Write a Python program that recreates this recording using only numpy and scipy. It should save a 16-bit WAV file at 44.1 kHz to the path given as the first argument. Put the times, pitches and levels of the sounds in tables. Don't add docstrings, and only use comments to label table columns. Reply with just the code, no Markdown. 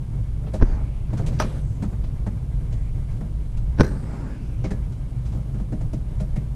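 import sys
import numpy as np
from scipy import signal
from scipy.fft import rfft, irfft
from scipy.io import wavfile
from scipy.ndimage import uniform_filter1d

SR = 44100
rng = np.random.default_rng(int(sys.argv[2]) if len(sys.argv) > 2 else 0)


def transcribe(u):
    v = np.clip(np.atleast_2d(u).T, -1, 1)
    q = np.round(v * 32767).astype(np.int16)
    wavfile.write(sys.argv[1], SR, q)


N = 288855
TIME = np.arange(N) / SR


def gain_of(db):
    return 10 ** (np.asarray(db) / 20)


def evened(x):
    return x / np.sqrt(np.mean(x ** 2) + 1e-20)


def levelled(x, size=600):
    return x / np.sqrt(uniform_filter1d(x ** 2, size).max() + 1e-20)


def read(points, hz):
    f, value = np.transpose(points)
    return np.interp(np.log(hz + 1), np.log(f + 1), value)


def add(mix, s, sound):
    part = mix[max(round(s * SR), 0):][:len(sound)]
    part += sound[:len(part)]


def band(x, lo_hz, hi_hz, order=3):
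    sos = signal.butter(order, [lo_hz, min(hi_hz, SR / 2 - 1)], "band", fs=SR, output="sos")
    return signal.sosfilt(sos, x)


def noise(spectrum):
    gain = gain_of(read(spectrum, np.fft.rfftfreq(N, 1 / SR)))
    return evened(irfft(rfft(rng.standard_normal(N)) * gain, N))


def drift(rate_hz):
    gain = np.exp(-(np.fft.rfftfreq(N, 1 / SR) / rate_hz) ** 2)
    return evened(irfft(rfft(rng.standard_normal(N)) * gain, N))


def decay(t, t60):
    return np.exp(-np.log(1000) * t / t60)


def ringing(modes, pitch=1, size=22050):
    t = np.arange(size) / SR
    return sum(gain_of(db) * decay(t, t60) * np.sin(2 * np.pi * pitch * hz * t) for hz, db, t60 in modes)


def resonate(x, hz, width_hz):
    turn = np.exp(2j * np.pi * np.cumsum(hz * np.ones(len(x))) / SR)
    r = np.exp(-np.pi * width_hz / SR)
    return 2 * (turn * signal.lfilter([1 - r], [1, -r], x / turn + 1e-18)).real


def shower(per_s, rise_s, t60):
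    t = np.arange(SR // 3) / SR
    hits = rng.choice([-1, 1], len(t)) * (rng.random(len(t)) < per_s / SR)
    return hits * (1 - np.exp(-t / rise_s)) * decay(t, max(t60, .01))


# frequency in Hz, relative level in dB, t60 in seconds.
FRAME_MODES = [(300, 10.5, 0.12), (516, 11.5, 0.45), (622, 23.5, 0.082), (783, -5, 0.063), (1250, 5, 0.1),
               (1520, -17, 0.24), (1700, 3, 0.2), (2400, -14, 0.084), (3880, 3, 0.071), (5050, -48, 0.074),
               (6030, -2, 0.045), (7940, -20, 0.045)]


def click(spectrum, ring_db, size=8192):
    log_gain = np.log(gain_of(read(spectrum, abs(np.fft.fftfreq(size, 1 / SR)))))
    tick = np.fft.ifft(np.exp(np.conj(signal.hilbert(log_gain)))).real
    t = np.arange(size) / SR
    ring = sum(gain_of(db) * decay(t, t60) * np.cos(2 * np.pi * hz * t) for hz, db, t60 in FRAME_MODES)
    return evened(tick) + gain_of(ring_db) * evened(ring)


# frequency in Hz, relative density in dB per Hz.
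RUMBLE_SPECTRUM = [(10, -11.5), (22, 8.5), (38, 8.5), (45, -1.5), (66, 6.5), (83, -7.5), (98, 1.5),
                   (120, 2.5), (150, -1.5), (175, -12.5), (260, -19), (450, -29), (900, -39), (2500, -61)]
# time in seconds, deep sway in dB, drumming of the shell in dB.
ROLL_LEVELS = [(0.0, -31.5, -31), (0.17, -24.5, -31.5), (0.38, -33.5, -32.5), (0.66, -19.5, -32.5),
               (0.86, -32.5, -32.5), (1.03, -29, -34), (1.15, -25, -27.5), (1.31, -26, -28),
               (1.5, -34, -30.5), (1.71, -24.5, -29.5), (1.85, -30, -28.5), (2.15, -26.5, -30),
               (2.62, -29.5, -30), (2.88, -24.5, -31.5), (3.43, -30.5, -30.5), (3.68, -27, -32.5),
               (3.96, -29.5, -30), (4.3, -39.5, -34), (4.41, -36, -35.5), (4.48, -32, -30.5),
               (5.1, -28.5, -31), (5.55, -32.5, -30.5), (6.03, -27.5, -30.5), (6.55, -31, -31.5)]
BUMP_DB, BUMP_RISE_S, BUMP_FADE_S = 3, 0.0044, 0.032


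def rumble(split_hz=86, lurch_db=1.0, lump_db=1.27):
    s, sway_db, drum_db = np.transpose(ROLL_LEVELS)
    bumps = sum(np.clip((TIME - at) / BUMP_RISE_S, 0, 1) * np.exp(-abs(TIME - at) / BUMP_FADE_S)
                for at, *_ in RATTLE_EVENTS)
    shake = noise(RUMBLE_SPECTRUM)
    low = signal.sosfiltfilt(signal.butter(4, split_hz, fs=SR, output="sos"), shake)
    sway_level_db = np.interp(TIME, s, sway_db) + lurch_db * drift(rate_hz=8.2)
    drum_level_db = np.interp(TIME, s, drum_db) + BUMP_DB * bumps + lump_db * drift(rate_hz=16)
    return evened(low) * gain_of(sway_level_db) + evened(shake - low) * gain_of(drum_level_db)


# mean frequency in Hz, mean relative level in dB, t60 in seconds.
WOOD_MODES = [(318, 2.5, 0.12), (416.3, -1.5, 0.14), (527, -1.5, 0.09), (642, -5, 0.11), (759, -8.5, 0.082),
              (890, -13, 0.08)]


def woody(rise_s=0.004, vary_db=3.5, detune=0.029):
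    t = np.arange(SR // 4) / SR
    ring = np.zeros(len(t))
    for hz, db, t60 in WOOD_MODES:
        level = gain_of(db + vary_db * rng.standard_normal())
        spot_hz = hz * (1 + detune * rng.standard_normal())
        ring += level * decay(t, t60) * np.sin(2 * np.pi * (spot_hz * t + rng.random()))
    return levelled(ring * (1 - np.exp(-t / rise_s)))


# start in seconds, strength in dB, then hollow body and bright edge in dB re strength,
# t60 of the burst in seconds, note of the loose part in Hz, top of the edge in Hz,
# woody knock in dB re strength. All levels are before the layer trims of rattles().
RATTLE_EVENTS = [(0.437, -43, -6, -30, 0.05, 600, 4000, -0.5),
                 (0.463, -37, 5.5, -18.5, 0.098, 1020, 4500, 3),
                 (0.534, -23, -1.5, -20, 0.16, 704, 12000, -1),
                 (1.128, -29.5, 4.5, -22.5, 0.071, 1000, 8500, -5),
                 (1.170, -32.5, 5.5, -13.5, 0.16, 1490, 9500, -14),
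                 (1.19, -35, -4, -22, 0.07, 800, 7000, 8.5), (1.261, -32, 2, -8.5, 0.13, 570, 11000, -3),
                 (1.316, -49, -7, -3.5, 0.73, 1400, 9000, -10),
                 (1.387, -37.5, -5, -2, 0.089, 2400, 6440, -20),
                 (1.412, -20, -10, -16.5, 0.09, 1260, 6170, -15),
                 (1.429, -29, 0.5, -16, 0.11, 930, 6300, -8),
                 (1.562, -42.5, 9, -22, 0.054, 1450, 6000, -10),
                 (1.821, -27, 7, -19.5, 0.13, 730, 9900, -5.5),
                 (1.925, -38.5, 5, -33, 0.079, 1180, 7000, -2),
                 (2.037, -36.5, -16, -16, 0.045, 1000, 5500, -16),
                 (2.262, -26.5, 2, -24, 0.085, 700, 11000, -9),
                 (2.723, -39, 5, -11.5, 0.075, 650, 9000, -6),
                 (3.104, -44.5, -5, -13.5, 0.2, 900, 9000, -2), (3.207, -33, 6, -25, 0.048, 700, 10000, -6),
                 (3.569, -40.5, -6, -11, 0.063, 1400, 9500, -6),
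                 (3.83, -23, -1.5, -21.5, 0.033, 1600, 14000, -1),
                 (4.638, -27, 3, -16.5, 0.15, 2150, 6850, 3), (4.705, -27, 3, -17.5, 0.092, 1800, 9950, 1),
                 (4.918, -44, -12, -12, 0.069, 1400, 9000, -10),
                 (5.25, -41.5, -2, -11.5, .22, 1410, 9500, -10),
                 (5.318, -37, 3, -17, 0.13, 900, 8500, -3.5), (5.346, -39.5, 8.5, -21, 0.2, 900, 8500, -5),
                 (5.535, -41, 12, -17, 0.2, 1390, 9000, -10), (5.597, -35, 8.5, -23, 0.05, 650, 9000, -2),
                 (5.719, -31, 8.5, -22, 0.1, 700, 9000, -2),
                 (5.807, -31.5, -7, -21.5, 0.071, 650, 9000, -15),
                 (5.93, -28.5, 5.5, -19.5, 0.064, 680, 12000, -6.5),
                 (6.198, -27.5, 3.5, -19.5, 0.11, 675, 11000, -7.5),
                 (6.357, -32.5, 11.5, -16.5, 0.083, 2020, 12000, -5)]
# frequency in Hz, relative density in dB per Hz.
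CLATTER_SPECTRUM = [(60, -36), (130, 10.5), (200, 10.5), (290, 2), (450, 0.5), (700, 5.5), (1400, 1),
                    (2200, -0.5), (3200, -14), (4500, -17.5), (5900, -17), (7200, -18.5), (9000, -19.5),
                    (15500, -33)]
SETTLE_T60_S, SETTLE_DB = 0.17, -13
FIRM_DB, FIRM_RISE_S, RISE_DOUBLES_DB = -28, 0.00566, 28.5


def rattles(clatter_db=-12.0, body_db=-4, edge_db=-2, wood_db=-8.0, body_hz=390, edge_hz=2800,
            note_db=-5, note_width_hz=300, shell_hz=195, shell_width_hz=35, shell_db=9):
    out = np.zeros(N)
    contact = click(CLATTER_SPECTRUM, ring_db=-5.5)
    for s, strength, body, edge, t60, note_hz, top_hz, wood in RATTLE_EVENTS:
        rise_s = FIRM_RISE_S * 2 ** ((FIRM_DB - strength) / RISE_DOUBLES_DB)
        burst = shower(per_s=8000, rise_s=rise_s, t60=t60)
        settling = shower(per_s=8000, rise_s=rise_s, t60=SETTLE_T60_S)
        sound = signal.fftconvolve(burst + gain_of(SETTLE_DB) * settling, contact)
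        low = band(sound, 96, body_hz)
        mid = band(sound, body_hz, edge_hz)
        high = band(sound, edge_hz, top_hz, order=2)
        low = levelled(low) + gain_of(shell_db) * levelled(resonate(low, shell_hz, shell_width_hz))
        mid = levelled(mid) + gain_of(note_db) * levelled(resonate(mid, note_hz, note_width_hz))
        add(out, s, gain_of(strength + body + body_db) * levelled(low))
        add(out, s, gain_of(strength + clatter_db) * levelled(mid))
        add(out, s + rise_s / 2, gain_of(strength + wood + wood_db) * woody())
        add(out, s, gain_of(strength + edge + edge_db) * levelled(high))
    return out


# contact time in seconds, thud in dB,
# thud pitch in Hz, crack peak in dB, boom of the hull in dB, top of the crack in Hz, panel ring in dB re snap.
KNOCK_CONTACTS = [(0.602, -38, 201, -27, -45, 1500, 6), (0.6129, -21, 300, -21, -40, 2500, -6),
                  (0.625, -7.5, 108.5, -8, -8, 2200, 1.5), (3.776, -38, 202, -33, -45, 5000, 6),
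                  (3.7873, -27, 185, -20, -45, 7000, -3), (3.798, -6.5, 134.5, -10.5, -30, 9000, 17),
                  (3.8086, -4.5, 150.3, -0.5, -27, 14000, -2.5)]
# frequency in Hz, relative density in dB per Hz.
CRACK_SPECTRUM = [(60, -5), (220, 31), (340, 25.5), (520, 22.5), (700, -7), (880, 9.5), (1150, -0.5),
                  (1600, 9), (2300, 0.5), (3200, -1.5), (4100, 0.5), (5900, -0.5), (7200, -35), (8700, -16),
                  (10500, -24), (15000, -45)]
# frequency in Hz, relative level in dB, t60 in seconds.
PANEL_MODES = [(339, 2, 0.079), (434, 4, 0.036), (1046, -2.5, 0.018), (900, -6.5, 0.042),
               (1520, 2.5, 0.017), (1810, -23, 0.031), (2470, -25, 0.053), (5430, -15, 0.018),
               (6030, -18, 0.05), (8650, -24.5, 0.04)]
# multiple of the thud pitch, level in dB re thud, t60 in seconds.
THUD_MODES = [(.48, -3, 0.13), (1, 3, 0.056), (1.55, -14, 0.067), (2.2, -9.5, 0.075), (3.3, -7.5, 0.051)]


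def knocks(boom_hz=34, boom_t60=0.26, buzz_db=-8, buzz_t60=0.033, graze_db=-12, graze_t60=0.042):
    out = np.zeros(N)
    snap = click(CRACK_SPECTRUM, ring_db=-44)
    ring = evened(ringing(PANEL_MODES, size=len(snap)))
    for s, thud_db, thud_hz, crack_db, boom_db, top_hz, panel_db in KNOCK_CONTACTS:
        crack = band(snap + gain_of(panel_db) * ring, 36, top_hz, order=1)
        buzz = signal.fftconvolve(shower(per_s=2200, rise_s=0.0018, t60=buzz_t60), crack)
        approach = shower(per_s=3000, rise_s=0.00056, t60=graze_t60)[::-1]
        graze = signal.fftconvolve(approach, crack)
        add(out, s - len(approach) / SR, gain_of(crack_db + graze_db) * graze / abs(graze).max())
        add(out, s, -gain_of(crack_db) * crack / abs(crack).max())
        add(out, s, gain_of(crack_db + buzz_db) * buzz / abs(buzz).max())
        add(out, s, gain_of(thud_db) * ringing(THUD_MODES, thud_hz))
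        add(out, s, ringing([(boom_hz, boom_db, boom_t60)]))
    return out


# frequency in Hz, width of each resonator pass in Hz, level in dB.
JANGLE_MODES = [(335, 110, -36), (1560, 290, -45), (4200, 400, -54), (5000, 700, -56), (5750, 450, -53),
                (6350, 600, -59), (8900, 990, -63), (11900, 1500, -62)]
JANGLE_S, JANGLE_LENGTH_S = 3.832, 0.018


def jangle(per_s=900, release_s=0.035):
    age = TIME - JANGLE_S
    held = (age > 0) * np.exp(-np.maximum(age - JANGLE_LENGTH_S, 0) / release_s)
    bounces = held * rng.standard_normal(N) * (rng.random(N) < per_s / SR)
    out = np.zeros(N)
    for hz, width_hz, db in JANGLE_MODES:
        mode = resonate(resonate(bounces, hz, width_hz), hz, width_hz)
        out += gain_of(db) * levelled(mode, size=2000)
    return out


# frequency in Hz, relative level in dB, t60 in seconds.
FITTING_MODES = [(617, -2, 0.13), (920, 1, 0.067), (1242, 3, 0.058), (1550, -7, 0.065), (2400, -18, 0.17),
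                 (3429, -20, 0.1), (4813, -17, 0.067), (5310, -15, 0.069), (5787, -14, 0.092),
                 (9160, -27, 0.07)]
# frequency in Hz, relative density in dB per Hz.
CRASH_SPECTRUM = [(80, -12), (200, 0), (420, 2.5), (700, -2), (1300, -3.5), (2000, -13), (3000, -16),
                  (4200, -23), (6100, -14.5), (7000, -46), (8000, -29), (9000, -23.5), (10500, -30.5),
                  (15000, -32)]
# time in seconds, crash level in dB.
BOUNCE_CONTACTS = [(1.3995, -21.5), (1.4065, -28.5), (1.412, -29.5), (1.4215, -30.5)]
CLANK_S, CLANK_DB = 1.3995, -22


def clank(rise_s=0.00064, crash_t60=0.031):
    out, ring = np.zeros(N), ringing(FITTING_MODES)
    onset = 1 - np.exp(-TIME[:len(ring)] / rise_s)
    add(out, CLANK_S, gain_of(CLANK_DB) * levelled(ring * onset))
    contact = click(CRASH_SPECTRUM, ring_db=-27)
    for s, db in BOUNCE_CONTACTS:
        crash = signal.fftconvolve(shower(per_s=4000, rise_s=rise_s, t60=crash_t60), contact)
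        add(out, s, gain_of(db) * levelled(crash))
    return out


# start in seconds, length before release in seconds, level in dB, fade in dB per second.
SWISH_EVENTS = [(0.618, 0.24, -34, 19), (1.085, 0.36, -36, 3), (1.42, 0.14, -30, 42),
                (3.824, 0.26, -31, 26), (4.075, 0.23, -35, 10)]
# frequency in Hz, relative density in dB per Hz.
SWISH_SPECTRUM = [(200, 22.5), (450, 9), (800, 0), (1700, -7.5), (2900, -19), (5300, -20.5), (7000, -23),
                  (10000, -30), (15000, -46)]
# frequency in Hz, width of each resonator pass in Hz, relative level in dB.
GRAIN_MODES = [(351, 155, -7), (556, 117, -11), (835, 240, -15), (1184, 300, -16.5), (1525, 530, -20.5)]


def swishes(release_s=0.063, onset_s=0.0057, grains_db=-9, grains_per_s=260, grain_spread_db=3):
    power = np.zeros(N)
    for s, length_s, db, fade_db_per_s in SWISH_EVENTS:
        age = np.maximum(TIME - s, 0)
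        onset = 1 - np.exp(-age / onset_s)
        release = np.exp(-np.maximum(age - length_s, 0) / release_s)
        power += (gain_of(db - fade_db_per_s * age) * onset * release) ** 2
    roughness = gain_of(2.0 * drift(rate_hz=120) + 0.8 * drift(rate_hz=20))
    grains = np.zeros(N)
    for hz, width_hz, db in GRAIN_MODES:
        pulses = rng.random(N) < grains_per_s / len(GRAIN_MODES) / SR
        pulses = pulses * gain_of(grain_spread_db * (2 * rng.random(N) - 1))
        grains += gain_of(db) * evened(resonate(resonate(pulses, hz, width_hz), hz, width_hz))
    return np.sqrt(power) * (evened(noise(SWISH_SPECTRUM) * roughness) + gain_of(grains_db) * grains)


# start in seconds, length in seconds, first and last frequency in Hz,
# width of each resonator pass in Hz, starting level in dB, fade over its length in dB (negative swells).
GLIDE_BANDS = [(0.639, 0.17, 1500, 1400, 690, -50.5, 9), (0.647, 0.193, 720, 650, 450, -51, -4),
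               (0.68, 0.45, 1900, 2750, 850, -59.5, 8), (0.643, 0.13, 6200, 6300, 600, -65, 6),
               (0.657, 0.11, 4770, 4450, 500, -63, 3), (1.417, 0.2, 2500, 3200, 2800, -53.5, 8),
               (1.432, 0.2, 10400, 9900, 1700, -62, 5), (1.437, 0.36, 8700, 7000, 800, -65, 5),
               (1.3, 0.69, 5600, 6900, 800, -68, 4), (2.7, 0.22, 1850, 2300, 730, -66, -4),
               (2.7, 0.2, 7200, 7500, 1800, -70, 2), (3.84, 0.57, 8800, 6700, 1500, -60.5, 13),
               (3.878, 0.64, 4670, 4900, 990, -66.5, 4), (4.4, 0.52, 5750, 6300, 1000, -72, 9),
               (3.86, 0.21, 1650, 1400, 450, -58, 6), (4.03, 0.66, 1900, 2800, 650, -59.5, 7.5),
               (4.081, 0.206, 600, 1100, 380, -50, 1), (4.1, 0.28, 1270, 1700, 400, -57, -3),
               (4.3, 0.28, 1600, 1400, 260, -64, 5), (4.17, 0.31, 264, 192, 100, -41.5, -3)]


def glides(wander=0.029):
    out = np.zeros(N)
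    wobble = drift(rate_hz=14)
    for s, length_s, from_hz, to_hz, width_hz, db, fade_db in GLIDE_BANDS:
        progress = np.linspace(0, 1, int(length_s * SR))
        span = rng.integers(N // 2) + np.arange(len(progress))
        hz = (from_hz + (to_hz - from_hz) * progress) * (1 + wander * wobble[span])
        hiss = rng.standard_normal(len(progress))
        hiss = resonate(resonate(hiss, hz, width_hz), hz, width_hz)
        window = signal.windows.tukey(len(hz), .15)
        add(out, s, gain_of(db - fade_db * progress) * evened(hiss) * window)
    return out


HUM_HZ, HUM_WANDER_HZ, HUM_DB = 52.9, 2.135, -29.5
THROB_HZ, THROB_DB, THROB_PEAK_S = 3.55, 1.5, 5.63


def hum(waver_db=1.74, follow=0.25):
    s, sway_db, _ = np.transpose(ROLL_LEVELS)
    swell_db = follow * np.interp(TIME, s, sway_db - np.median(sway_db))
    throb_db = THROB_DB * np.cos(2 * np.pi * THROB_HZ * (TIME - THROB_PEAK_S))
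    turns = np.cumsum(HUM_HZ + HUM_WANDER_HZ * drift(rate_hz=5.97)) / SR
    level = gain_of(swell_db + throb_db + waver_db * drift(rate_hz=10))
    return gain_of(HUM_DB) * evened(np.sin(2 * np.pi * turns) * level)


def jiggle(per_s=250, level_db=-59, clump_db=1.3):
    jolts = gain_of(clump_db * drift(rate_hz=14)) * (rng.random(N) < per_s / SR)
    contact = click(CLATTER_SPECTRUM, ring_db=-4)
    chatter = signal.fftconvolve(shower(per_s=4500, rise_s=0.016, t60=0.078), contact)
    return gain_of(level_db) * evened(signal.fftconvolve(jolts, chatter)[:N])


# frequency in Hz, relative density in dB per Hz.
AIR_SPECTRUM = [(400, -11.5), (700, -6), (1400, -11), (1700, -19.5), (2900, -13.5), (4500, -18.5),
                (6300, -21), (8000, -20), (9800, -18), (11200, -24), (13300, -34), (15300, -58)]


def air(level_db=-60.5, flutter_db=0.4):
    return gain_of(level_db) * noise(AIR_SPECTRUM) * gain_of(flutter_db * drift(rate_hz=43.0))


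def scene():
    rolling = rumble() + rattles()
    blows = knocks() + jangle() + clank()
    hisses = swishes() + glides()
    background = hum() + jiggle() + air()
    return (rolling + blows + hisses + background)[None]


def record(dry, dull_hz=13000, edge_hz=15400):
    rounded = dry / (1 + (dry / .93) ** 6) ** (1 / 6)
    dulled = signal.sosfilt(signal.butter(3, dull_hz, fs=SR, output="sos"), rounded)
    band_limit = signal.firwin(511, edge_hz, window=("kaiser", 9), fs=SR)
    return signal.oaconvolve(dulled, band_limit[None], "same")


dry = scene()
out = record(dry)
transcribe(out)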